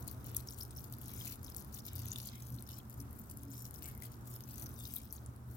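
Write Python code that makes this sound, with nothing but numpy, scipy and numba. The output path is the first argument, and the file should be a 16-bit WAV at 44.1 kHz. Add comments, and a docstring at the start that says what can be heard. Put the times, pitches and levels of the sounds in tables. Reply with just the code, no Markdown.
"""Watering can over a hand

Close to a phone, water runs from a watering can over a hand and patters onto damp soil in a grow bag.
Droplets crackle, single drops tick and bubbles plip: all are short damped rings, in their thousands.
Standing water rings and glides under the stream: noisy splashes through a moving resonance, and gargling rings.
The left microphone is nearer the water; behind lie a low machine hum of sines and outdoor rumble of noise."""
import sys
import numpy as np
from scipy import signal
from scipy.fft import rfft, irfft, next_fast_len
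from scipy.io import wavfile
from scipy.ndimage import uniform_filter1d
from numba import njit

SR = 44100
rng = np.random.default_rng(int(sys.argv[2]) if len(sys.argv) > 2 else 0)


def file_out(sig):
    """Save sig as 16-bit WAV at sys.argv[1]."""
    # one column per channel
    cols = np.atleast_2d(sig).T
    # limit, then scale
    lim = np.clip(cols, -1, 1)
    pcm = np.round(lim * 32767).astype(np.int16)
    wavfile.write(sys.argv[1], SR, pcm)


N = 245460
TIME = np.arange(N) / SR


def flow(trickle_db=0, axis=2):
    """Strength of the stream: the water leaves the fingers in gushes, on top of a thin trickle."""
    # gushes: start_s, length_s, droplet_patter_db, bubbling_db
    gushes = [(0.0, .02, -52, -72), (0.07, .06, -55, -62), (0.245, 0.054, -58.5, -62),
              (0.36, .04, -48.5, -64), (0.47, .08, -54, -62), (0.575, .06, -46.5, -64),
              (0.705, .02, -59, -68), (0.76, 0.093, -52.5, -68), (0.92, .02, -55.5, -63),
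              (1.008, 0.15, -53.5, -62.5), (1.15, .02, -47, -72), (1.19, 0.054, -48, -56.5),
              (1.245, .085, -45.5, -53.5), (1.435, 0.078, -56, -61.5), (1.565, .045, -49, -60),
              (1.725, .065, -48.5, -56), (1.85, .035, -49, -56), (1.955, .175, -52, -56.5),
              (2.16, 0.12, -50, -56.5), (2.34, .21, -56, -74), (2.58, .025, -57.5, -61),
              (2.67, .115, -55.5, -58), (2.89, 0.05, -58.5, -85.5), (2.975, 0.037, -53, -70),
              (3.15, .11, -59, -87), (3.295, 0.021, -51, -64), (3.37, .08, -59.5, -76),
              (3.505, .17, -51, -76), (3.733, .05, -51, -65), (3.82, .08, -49, -84), (4.018, .04, -48, -78),
              (4.11, 0.028, -58, -60.5), (4.255, .11, -51.5, -80), (4.4, .04, -59.5, -80),
              (4.475, 0.097, -52.5, -67), (4.57, .065, -47.5, -61), (4.69, 0.066, -58.5, -83),
              (4.77, .215, -50, -67), (5.01, .05, -57.5, -76), (5.115, 0.06, -53.5, -63),
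              (5.5, .07, -56.5, -87)]
    # the trickle that runs on between them: time_s, level_db
    trickle = [(0, -64.5), (1.4, -65), (2.5, -62), (2.85, -69.5), (3.1, -71), (3.6, -64.5), (4.2, -68.5),
               (4.7, -62.5), (5.2, -65.5), (5.38, -78), (5.5, -67.5)]
    gushing = envelope(gushes, attack_s=.016, release_s=.016, axis=axis)
    return np.hypot(gushing, undb(curve(trickle) + trickle_db))


def patter(stream):
    """The broken stream lands as clumps of droplets, each a tiny ring."""
    # colour of the patter on soil: pitch_hz, level_db
    soil_colour = [(700, -44), (1800, -19), (3400, -9), (4500, -15), (6500, -10.5), (8000, -6),
                   (10000, -4.5), (12300, 1.5), (15500, -3.5)]
    drops = droplets(count=22000, low_hz=4000, high_hz=16000, scatter_db=5.5, cycles=1.2)
    drops = drops * clumps(fade_s=.0015, count=1800)
    return steady(colour(drops, soil_colour), .032) * stream * undb(-2.5)


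def spray(stream):
    """The finest droplets sizzle evenly above the patter: tiny rings through a high-pass."""
    drops = droplets(count=16000, low_hz=13000, high_hz=17000, scatter_db=7, cycles=1.2)
    treble = signal.butter(3, 12500, "highpass", fs=SR, output="sos")
    return steady(signal.sosfilt(treble, drops), .084) * stream * undb(-6)


def ticks(stream):
    """Each drop snaps on the soil with a duller body, rebounds, and throws splashlets that land just after."""
    # single drops, loud and faint: time_s, level_db (before the gain), pitch_hz, body_db (relative to the snap)
    placed_drops = [(0.0051, -42.5, 12500, -26), (0.0427, -44, 11700, -22), (0.0773, -28, 11050, -30),
                    (0.0802, -26, 14400, -18), (0.1139, -28, 14200, -28), (0.2441, -35.5, 12500, -24),
                    (0.2618, -36, 12900, -26), (0.2676, -30, 14500, -32), (0.2933, -44, 9600, -22),
                    (0.3155, -39, 13200, -29), (0.3472, -25.5, 14500, -22), (0.3669, -15, 11650, -32),
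                    (0.4742, -38, 12600, -10), (0.5, -40, 12900, -20), (0.5076, -34.5, 11200, -9),
                    (0.5742, -47, 12900, -22), (0.5892, -38, 14000, -29), (0.6061, -37, 11800, -20),
                    (0.6144, -33, 13000, -20), (0.6514, -38, 12600, -9), (0.708, -37.5, 9500, -10.5),
                    (0.7526, -46, 9300, -22), (0.771, -32, 13000, -35), (0.7943, -38, 13000, -24),
                    (0.8426, -34, 13600, -21), (0.8991, -42, 14600, -26), (0.925, -29.5, 13700, -34),
                    (0.9385, -34, 12300, -23), (0.9851, -36, 13200, -33), (1.0143, -35, 12500, -21),
                    (1.0819, -32, 12100, -26), (1.0941, -35, 13500, -13), (1.1157, -38, 12500, -13),
                    (1.138, -31, 13000, -20), (1.1611, -38, 9600, -18), (1.1914, -35, 13000, -20),
                    (1.2491, -38, 12500, -8), (1.2547, -32, 13100, -22), (1.2581, -44, 11900, -18),
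                    (1.271, -37, 8900, -13), (1.3114, -34, 11300, -20), (1.3572, -38, 11100, -17),
                    (1.431, -33.5, 12900, -22), (1.4467, -33, 11400, -25), (1.4999, -35.5, 12700, -20),
                    (1.5469, -33, 12400, -10), (1.5646, -28, 8900, -33), (1.5693, -27, 13600, -40),
                    (1.6228, -40, 11200, -20), (1.6471, -37.5, 11900, -13), (1.7463, -30, 14000, -34),
                    (1.765, -41, 12500, -10), (1.8544, -40, 13000, -22), (1.8647, -29, 12800, -25),
                    (1.8726, -34, 13200, -24), (1.9325, -35, 12000, -30), (1.9552, -28, 13900, -23),
                    (1.9602, -32.5, 12400, -10), (1.9926, -31, 13300, -11), (1.9991, -48, 12500, -10),
                    (2.057, -30.5, 13300, -30), (2.0845, -31, 11600, -19), (2.1331, -33.5, 12400, -7),
                    (2.1594, -33.5, 9400, -5), (2.1852, -27, 14000, -10.5), (2.2015, -35.5, 9600, 1),
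                    (2.2598, -35, 13500, -18), (2.272, -29.5, 12000, -19), (2.4222, -39, 12400, -23),
                    (2.47, -38, 11900, -15), (2.5032, -35.5, 12600, -26), (2.5234, -42, 13000, -19.5),
                    (2.5506, -44, 14500, -28), (2.5636, -42, 11900, -22), (2.6243, -32.5, 11000, -31),
                    (2.6907, -33, 12200, -13), (2.7171, -36, 13200, -17), (2.7868, -32.5, 13600, -26),
                    (2.898, -34.5, 12700, -36), (2.9296, -47, 11700, -35), (2.9415, -38, 13500, -40),
                    (3.0141, -44, 10400, -13), (3.1094, -41.5, 12300, -28), (3.1293, -38, 12200, -24),
                    (3.1528, -45, 15100, -26), (3.1909, -40, 12800, -36), (3.197, -33, 14400, -33),
                    (3.2991, -34, 10800, -25), (3.3726, -31.5, 11800, -22), (3.4338, -36, 12100, -14.5),
                    (3.5096, -38, 14700, -22), (3.5908, -42.5, 8700, -20), (3.6102, -39, 12200, -20),
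                    (3.6451, -40, 15200, -24), (3.6531, -42.5, 12100, -1), (3.7097, -33.5, 11200, -31),
                    (3.7441, -39, 13500, -31), (3.7879, -43, 13000, -14), (3.8238, -27.5, 14900, -15),
                    (3.8574, -32, 14900, -9.5), (3.8872, -31.5, 12400, -31), (3.9126, -46, 13100, -21),
                    (3.9509, -36.5, 12600, -33), (3.977, -35, 13100, -36), (4.0028, -37, 14800, -26),
                    (4.023, -32, 11600, -11.5), (4.2714, -46, 13100, -27), (4.3625, -35.5, 12800, -10),
                    (4.4068, -32, 14700, -11.5), (4.4895, -33, 14900, -22), (4.512, -38, 15100, -28),
                    (4.5415, -34.5, 11800, -24), (4.5738, -37, 14800, -17), (4.585, -44, 12000, -5),
                    (4.614, -34, 12100, -24), (4.6232, -38, 13500, -29), (4.6268, -33, 13000, -21),
                    (4.6412, -34, 12900, -21), (4.6611, -38, 13100, -9.5), (4.6663, -35, 13500, -10),
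                    (4.6918, -36, 13200, -23), (4.7411, -39, 11000, -23), (4.7832, -41, 12130, -16),
                    (4.806, -39, 13000, -24), (4.8366, -41, 13100, -13), (4.8703, -35, 14600, -13),
                    (4.8874, -38, 14500, -20), (4.8991, -46, 12600, -14), (4.9377, -22.5, 14800, -36),
                    (4.9596, -26, 14020, -23), (4.9638, -20, 13100, -31), (4.9839, -31, 12400, -25),
                    (5.0164, -42, 10900, -13), (5.0465, -40, 15100, -24), (5.0547, -41, 14500, -16),
                    (5.1263, -25, 12400, -41), (5.2614, -37, 9300, -31), (5.362, -45.5, 10620, -13)]
    gain_db, cycles = 4, 1.15
    body_hz, body_cycles = 4800, .6
    rebound_s, rebound_db = .0006, -6
    splash_s, splash_db = .0095, -13

    s, db, hz, body_db = np.transpose(np.vstack([placed_drops, stray_drops(stream)]))
    size = undb(db + gain_db)
    body = np.full(len(s), body_hz)
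    out = grains(s, size, hz, cycles / hz)
    out += grains(s, size * undb(body_db), body, body_cycles / body)
    rebound_at = s + rebound_s * (.5 + rng.random(len(s)))
    out += grains(rebound_at, size * undb(rebound_db), hz, cycles / hz)
    for _ in range(3):  # splashlets per drop, weaker the later they land
        late, pitch = rng.random((len(s), 2)).T
        wait = .5 - np.log(1 - late)
        splash_hz = hz * (.75 + .4 * pitch)
        splash_size = size * undb(splash_db) / (1 + wait)
        out += grains(s + splash_s * wait, splash_size, splash_hz, cycles / splash_hz)
    return out


def stray_drops(stream, count=110):
    """More drops fall at random, harder and more often when more water flows: rows like the placed drops."""
    typical_db, above_stream_db = -54, 12
    pitch_hz, pitch_spread = 13200, .1
    body_db, body_scatter_db = -21, 5
    poured = np.cumsum(np.sqrt(stream)) / np.sum(np.sqrt(stream))
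    s = np.interp((np.arange(count) + rng.random(count)) / count, poured, TIME)
    pitch, body = np.clip(rng.standard_normal((count, 2)), -2, 2).T
    stream_db = 20 * np.log10(np.interp(s, TIME, stream))
    db = (stream_db + typical_db) / 2 + above_stream_db  # follows the stream by half
    hz = pitch_hz * np.exp(pitch_spread * pitch)
    return np.column_stack([s, db, hz, body_db + body_scatter_db * body])


def plips():
    """Plips: short rings of a few cycles, rising slightly in pitch, from bubbles and the duller part of drop ticks."""
    # single plips: time_s, level_db (before the gain), pitch_hz (two swell times in)
    plip_rows = [(0.081, -43, 7150), (0.087, -47, 4280), (0.2497, -58, 3030), (0.3482, -50.5, 3540),
                 (0.3653, -33, 7000), (0.474, -43.5, 6400), (0.4867, -37.5, 5450), (0.523, -44, 6250),
                 (0.536, -46, 7320), (0.6105, -36.5, 5200), (0.623, -41, 5440), (0.763, -49, 5640),
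                 (0.779, -49.5, 5900), (0.7847, -51, 5470), (0.842, -61, 3500), (0.925, -45, 7400),
                 (1.094, -57, 3430), (1.151, -56, 6100), (1.1613, -51, 7700), (1.1843, -45, 7350),
                 (1.211, -44, 3250), (1.2685, -50, 4000), (1.272, -48.5, 2430), (1.3257, -46, 4530),
                 (1.4444, -46, 5960), (1.464, -45, 5450), (1.481, -51, 3800), (1.5203, -51, 5070),
                 (1.5833, -48, 5440), (1.6156, -53.5, 5960), (1.7423, -41.5, 6400), (1.7872, -54, 3560),
                 (1.8031, -47, 5380), (1.8652, -63, 4950), (1.9333, -46, 7460), (1.9616, -49, 4940),
                 (2.0664, -44, 6650), (2.0788, -47, 6240), (2.1175, -30.5, 6600), (2.1288, -44, 6740),
                 (2.159, -40, 3530), (2.288, -44, 4300), (2.373, -61, 3150), (2.423, -47.5, 6600),
                 (2.468, -49, 6840), (2.5865, -47.5, 4040), (2.666, -52, 5460), (2.7024, -60, 2950),
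                 (2.733, -49, 5000), (2.7869, -50, 6900), (2.8011, -57, 3180), (3.516, -44.5, 7000),
                 (3.5217, -50, 6560), (3.6075, -49, 6860), (3.6533, -46, 6860), (3.7596, -47.5, 5550),
                 (3.843, -37.5, 7540), (4.022, -48.5, 2130), (4.2903, -63, 6000), (4.4374, -47, 5860),
                 (4.5166, -53, 5100), (4.546, -52, 5570), (4.6603, -46.5, 6100), (4.668, -51, 5400),
                 (4.7627, -51, 5940), (4.808, -51, 3530), (4.853, -43.5, 3970), (4.853, -45, 5640),
                 (4.967, -47, 3630), (5.108, -49, 5900), (5.1347, -58, 4430), (5.165, -47, 6370),
                 (5.181, -55, 4000)]
    gain_db, cycles, glide = 5, 2.0, .0042
    s, db, hz = np.transpose(plip_rows)
    return grains(s, undb(db + gain_db), hz / (1 + 2 * glide), cycles / hz, glide, count=512)


def bubbling(count=2200):
    """Air trapped in the wet soil rings as small, quickly damped bubbles."""
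    small_hz, big_hz, big_share, spread = 5700, 3500, .19, .18
    cycles, glide = .68, .0028
    when, kind = rng.random((count, 2)).T
    size, pitch = rng.standard_normal((count, 2)).T
    big = big_hz * np.exp(spread * np.abs(pitch))
    small = small_hz * np.exp(spread * pitch)
    hz = np.where(kind < big_share, big, small)
    sizes = undb(5.5 * np.minimum(size, 1.5))
    bubbles = grains(when * N / SR, sizes, hz, cycles / hz, glide, count=256)
    return steady(bubbles, .0216) * flow(trickle_db=-5, axis=3) * undb(-4)


def spatter():
    """A fuller, lower splash on pooled water; the hollow rings at its lower edge and glides as it changes size."""
    # slaps into standing water: start_s, length_s, level_db, first_edge_hz, last_edge_hz
    slaps = [(0.25, 0.17, -67, 2600, 2100), (1.08, 0.22, -64.5, 2320, 2200), (1.245, 0.08, -61, 2200, 2130),
             (1.86, 0.49, -65.5, 2720, 3180), (2.31, 0.12, -68.5, 2400, 2100),
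             (3.515, 0.032, -68, 3000, 3000), (3.817, 0.084, -64, 2420, 1300),
             (4.022, 0.035, -62, 1410, 2090), (4.47, 0.15, -70, 2300, 2200), (4.772, 0.12, -70, 3700, 3300),
             (4.85, 0.055, -64.5, 3130, 2900), (4.96, 0.037, -63, 3300, 3000)]
    drops = droplets(count=14000, low_hz=1200, high_hz=7000, scatter_db=4.5, cycles=.45)
    drops = drops * clumps(fade_s=.002, count=4500)
    edges = []
    for s, length, _, first, last in slaps:
        edges += [(s, first), (s + length, last)]
    ringing = resonant_highpass(drops, curve(edges), .69)
    return steady(ringing, .02) * envelope(slaps, attack_s=.016, release_s=.029)


@njit
def resonant_highpass(x, hz, damping):
    """State-variable high-pass that rings at its moving edge."""
    y, band, low = np.empty(len(x)), 0., 0.
    for i in range(len(x)):
        g = np.tan(np.pi * hz[i] / SR)
        v = (band + g * (x[i] - low)) / (1 + g * (g + damping))
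        y[i] = x[i] - damping * v - (low + g * v)
        band, low = 2 * v - band, low + 2 * g * v
    return y


def gargle(count=1500):
    """Splashes ring the small hollow between spout and palm, whose pitch glides as it fills and empties."""
    # gargles: start_s, length_s, level_db, first_pitch_hz, last_pitch_hz, swell_cycles
    hollows = [(2.325, 0.044, -67, 2070, 2110, 6), (2.705, 0.039, -69, 2850, 3020, 3),
               (3.844, 0.018, -62.5, 2140, 2250, 8), (3.879, 0.02, -65, 2090, 2200, 8),
               (3.925, 0.056, -71, 2190, 2070, 5), (4.027, 0.0069, -70, 2150, 2050, 4),
               (4.772, 0.064, -66, 3760, 3400, 5.4), (4.857, 0.066, -72.5, 3150, 2800, 5)]
    pitch_spread, scatter_db = .01, 3
    when = (np.arange(count) + rng.random(count)) / count * N / SR
    size, pitch = rng.standard_normal((count, 2)).T
    glides = []
    for s, length, _, first, last, ring in hollows:
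        glides += [(s, first, ring), (s + length, last, ring)]
    hz = np.interp(when, TIME, curve(glides)) * np.exp(pitch_spread * pitch)
    cycles = np.interp(when, TIME, curve(glides, axis=2))
    rings = grains(when, undb(scatter_db * size), hz, cycles / hz, count=1800)
    return steady(rings, .017) * envelope(hollows, attack_s=.015, release_s=.018)


def microphones(x):
    """The left port hears the water first; the right hears it later, shaded and mostly by reflection."""
    # delay at the right as the hand sweeps across the bag and back: time_s, lag_ms
    lag = [(0, .2), (2.2, 0.17), (2.7, 0.41), (4.2, 0.41), (4.6, 0.19)]
    # the phone shades the right microphone from the water: pitch_hz, level_db
    shade = [(1500, -2.5), (3400, 1.5), (4300, -8.5), (5700, 2), (7500, -3.5), (10000, -11.5), (12500, -7),
             (15500, -11)]
    near_t60, wall_t60 = .015, .11  # s
    left = x + undb(-11) * scatter(x, near_t60) + undb(-22) * scatter(x, wall_t60)
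    right = undb(-8) * np.interp(TIME - curve(lag) / 1000, TIME, x)
    right = right + scatter(x, near_t60) + undb(-12) * scatter(x, wall_t60)
    return np.array([left, undb(-2) * colour(right, shade)])


def scatter(x, t60, count=4):
    """Dense early reflections from the bag, the hand and the paving: noise tails whose mix wanders."""
    t = np.arange(int(t60 * SR)) / SR
    out = 0
    for _ in range(count):
        tail = rng.standard_normal(len(t)) * undb(-60 * t / t60)
        tail = tail * (1 - np.exp(-t / .0004))  # soft onset
        echo = signal.fftconvolve(x, tail / np.linalg.norm(tail))[:N]
        out = out + walk(14) * echo
    return out / np.sqrt(count)


def hum():
    """Wavering sine lines of a machine some way off, and a short low drone."""
    # lines of the hum: pitch_hz, level_db (relative to the hum), waver_db, phase_wander_rad
    lines = [(120, -0.5, 2, 0.43), (70.4, -10, 3.5, 0.72), (130.7, -14.5, 1, 1), (175.3, -18, 2.5, 0.74),
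             (213.3, -17, 1, 1), (231.3, -17, 3.5, 1), (280, -16.5, 7.5, 1), (646, -35, -10, 0.14)]
    # the hum swells or sinks now and then: middle_s, half_width_s, change_db
    hum_swells = [(0.28, 0.036, 7), (1.58, 0.14, -29), (2.54, 0.035, 11.5), (3.01, 0.052, 10.5),
                  (3.2, 0.087, -7), (3.77, 0.066, -22)]
    # the drone: start_s, length_s, level_db
    drones = [(1.895, 0.2, -48.5)]
    level_db = -53 + swells(hum_swells) + 1.5 * walk(5.4)
    drone = unit(np.sin(2 * np.pi * 90 * TIME + .32 * walk(18.4)))  # 90 Hz
    out = envelope(drones, attack_s=.037, release_s=.02) * drone
    for hz, db, waver_db, wander in lines:
        line = np.sin(2 * np.pi * hz * TIME + wander * walk(12))
        out += undb(level_db + db) * unit(line * undb(waver_db * walk(12)))
    return out


def outdoors():
    """Distant rumble of coloured noise, nearly alike on both sides around 70 Hz and more diffuse above."""
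    # spectrum of the rumble: pitch_hz, level_db (per Hz, relative)
    rumble = [(22, -35), (36, -8.5), (48, -10), (68, 1), (92, -1.5), (106, -4.5), (130, -1), (165, -12.5),
              (220, -9.5), (330, -14.5), (550, -26), (1000, -25.5), (1400, -27), (1900, -36.5),
              (2800, -43.5), (6000, -48.5), (16000, -51)]
    # how wide it is: pitch_hz, side_minus_mid_db
    width = [(30, -1), (70, -20.5), (130, -9.5), (250, -7.5), (500, -5.5), (1200, 2), (3000, 1)]
    # its balance: pitch_hz, left_minus_right_db
    lean = [(100, 0.5), (200, -4), (600, 2.5), (1000, -0.5), (1500, -3.5), (2500, -2.5), (5000, 1),
            (12000, 11.5)]
    # it swells now and then: middle_s, half_width_s, change_db
    rumble_swells = [(4.65, 0.098, 3.5)]
    level_db, fade_db_per_s, flutter_db = -50, .55, 1.0
    mid = colour(rng.standard_normal(N), rumble)
    side = colour(colour(rng.standard_normal(N), rumble), width)
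    pair = np.array([colour(mid + side, lean), mid - side])
    level = level_db - fade_db_per_s * TIME + swells(rumble_swells) + flutter_db * walk(5.9)
    return unit(pair) * undb(level)


def boom():
    """A narrow band of noise in the rumble that swells and sinks on its own."""
    # changes of the boom: middle_s, half_width_s, change_db
    boom_swells = [(0.7, 0.29, -19), (1.26, 0.078, 9.5), (1.73, 0.052, 9.5), (2.7, 0.73, 6.5),
                   (3.2, 0.045, 7.5), (4.95, 0.2, 4.5)]
    band = signal.butter(2, [190, 245], "bandpass", fs=SR, output="sos")
    noise = unit(signal.sosfilt(band, rng.standard_normal(N)))
    return noise * undb(-66.5 + swells(boom_swells) + walk(5.4))  # wanders by 1 dB


def droplets(count, low_hz, high_hz, scatter_db, cycles):
    """A stream of tiny rings at random moments, unequal in size, pitch and damping."""
    when, pitch, damping = rng.random((count, 3)).T
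    hz = low_hz + (high_hz - low_hz) * pitch
    sizes = undb(scatter_db * np.minimum(rng.standard_normal(count), 2.5))
    return grains(when * N / SR, sizes, hz, cycles * (.5 + damping) / hz, count=96)


def grains(times, sizes, hz, swell_s, glide=0, count=128):
    """Rings of count samples that swell for swell_s and die away; glide is the relative rise per swell time."""
    t = np.arange(count) / SR
    age = t / swell_s[:, None]
    bend = 1 + glide * np.minimum(age, 10) / 2
    phase = 2 * np.pi * (hz[:, None] * t * bend + rng.random((len(hz), 1)))
    waves = sizes[:, None] * age * np.exp(1 - age) * np.sin(phase)
    where = np.maximum(times * SR, 0).astype(int)[:, None] + np.arange(count)
    return np.bincount(where.ravel(), waves.ravel(), N)[:N]


def clumps(fade_s, count):
    """Each blob of water lands at once and breaks up over a few milliseconds: an amplitude envelope."""
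    when, size = rng.random((count, 2)).T
    blobs = np.minimum(-np.log(1 - size), 3.5) ** 2
    landings = np.bincount((when * N).astype(int), blobs, N)
    power = signal.lfilter([1], [1, -np.exp(-1 / (fade_s * SR))], landings)
    return np.sqrt(power + np.mean(power) / 20)


def steady(x, seconds):
    """Even out the slow level of a stream of grains, so that the gain applied after it sets the level."""
    power = uniform_filter1d(x ** 2, int(seconds * SR))
    return x / np.sqrt(np.abs(power) + np.mean(x ** 2) / 20)


def envelope(rows, attack_s, release_s, axis=2):
    """Gain of events (start, length, .. dB ..) that rise around their start, hold, and die away; powers add."""
    power = np.zeros(N)
    for row in rows:
        age = TIME - row[0]
        rise = np.clip(.5 + age / attack_s, 0, 1)
        fall = np.exp(-np.clip((age - row[1]) / release_s, 0, 20))
        power += (undb(row[axis]) * rise * fall) ** 2
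    return np.sqrt(power)


def swells(rows):
    """Bell-shaped changes of level, in dB."""
    return sum(db * np.exp(-((TIME - s) / width) ** 2) for s, width, db in rows)


def walk(rate):
    """Smooth random wander with spread 1, through rate random knots a second."""
    knots = rng.standard_normal(4096)
    return unit(np.interp(TIME * rate, np.arange(len(knots)), knots))


def curve(rows, axis=1):
    """One column of a timed table, at every sample."""
    rows = np.array(rows)
    return np.interp(TIME, rows[:, 0], rows[:, axis])


def colour(x, points):
    """Filter by a spectrum of (Hz, dB) points, joined along log frequency."""
    hz, db = np.transpose(points)
    size = next_fast_len(N + 4096)
    bins = np.maximum(np.fft.rfftfreq(size, 1 / SR), 1)
    gain = undb(np.interp(np.log(bins), np.log(hz), db))
    return irfft(rfft(x, size) * gain, size)[:N]


def undb(db):
    """Decibels to gain."""
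    return 10 ** (np.asarray(db) / 20)


def unit(x):
    """Scale to rms 1."""
    return x / np.sqrt(np.mean(x ** 2))


def scene():
    """The water in front of the steadier background."""
    stream = flow()
    water = patter(stream) + spray(stream) + ticks(stream) + plips()
    water = water + bubbling() + spatter() + gargle()
    return microphones(water) + hum() + outdoors() + boom()


def record(dry):
    """The phone cuts the top, above 16.2 kHz."""
    return signal.sosfilt(signal.ellip(10, .1, 70, 16200, fs=SR, output="sos"), dry)


dry = scene()
out = record(dry)
file_out(out)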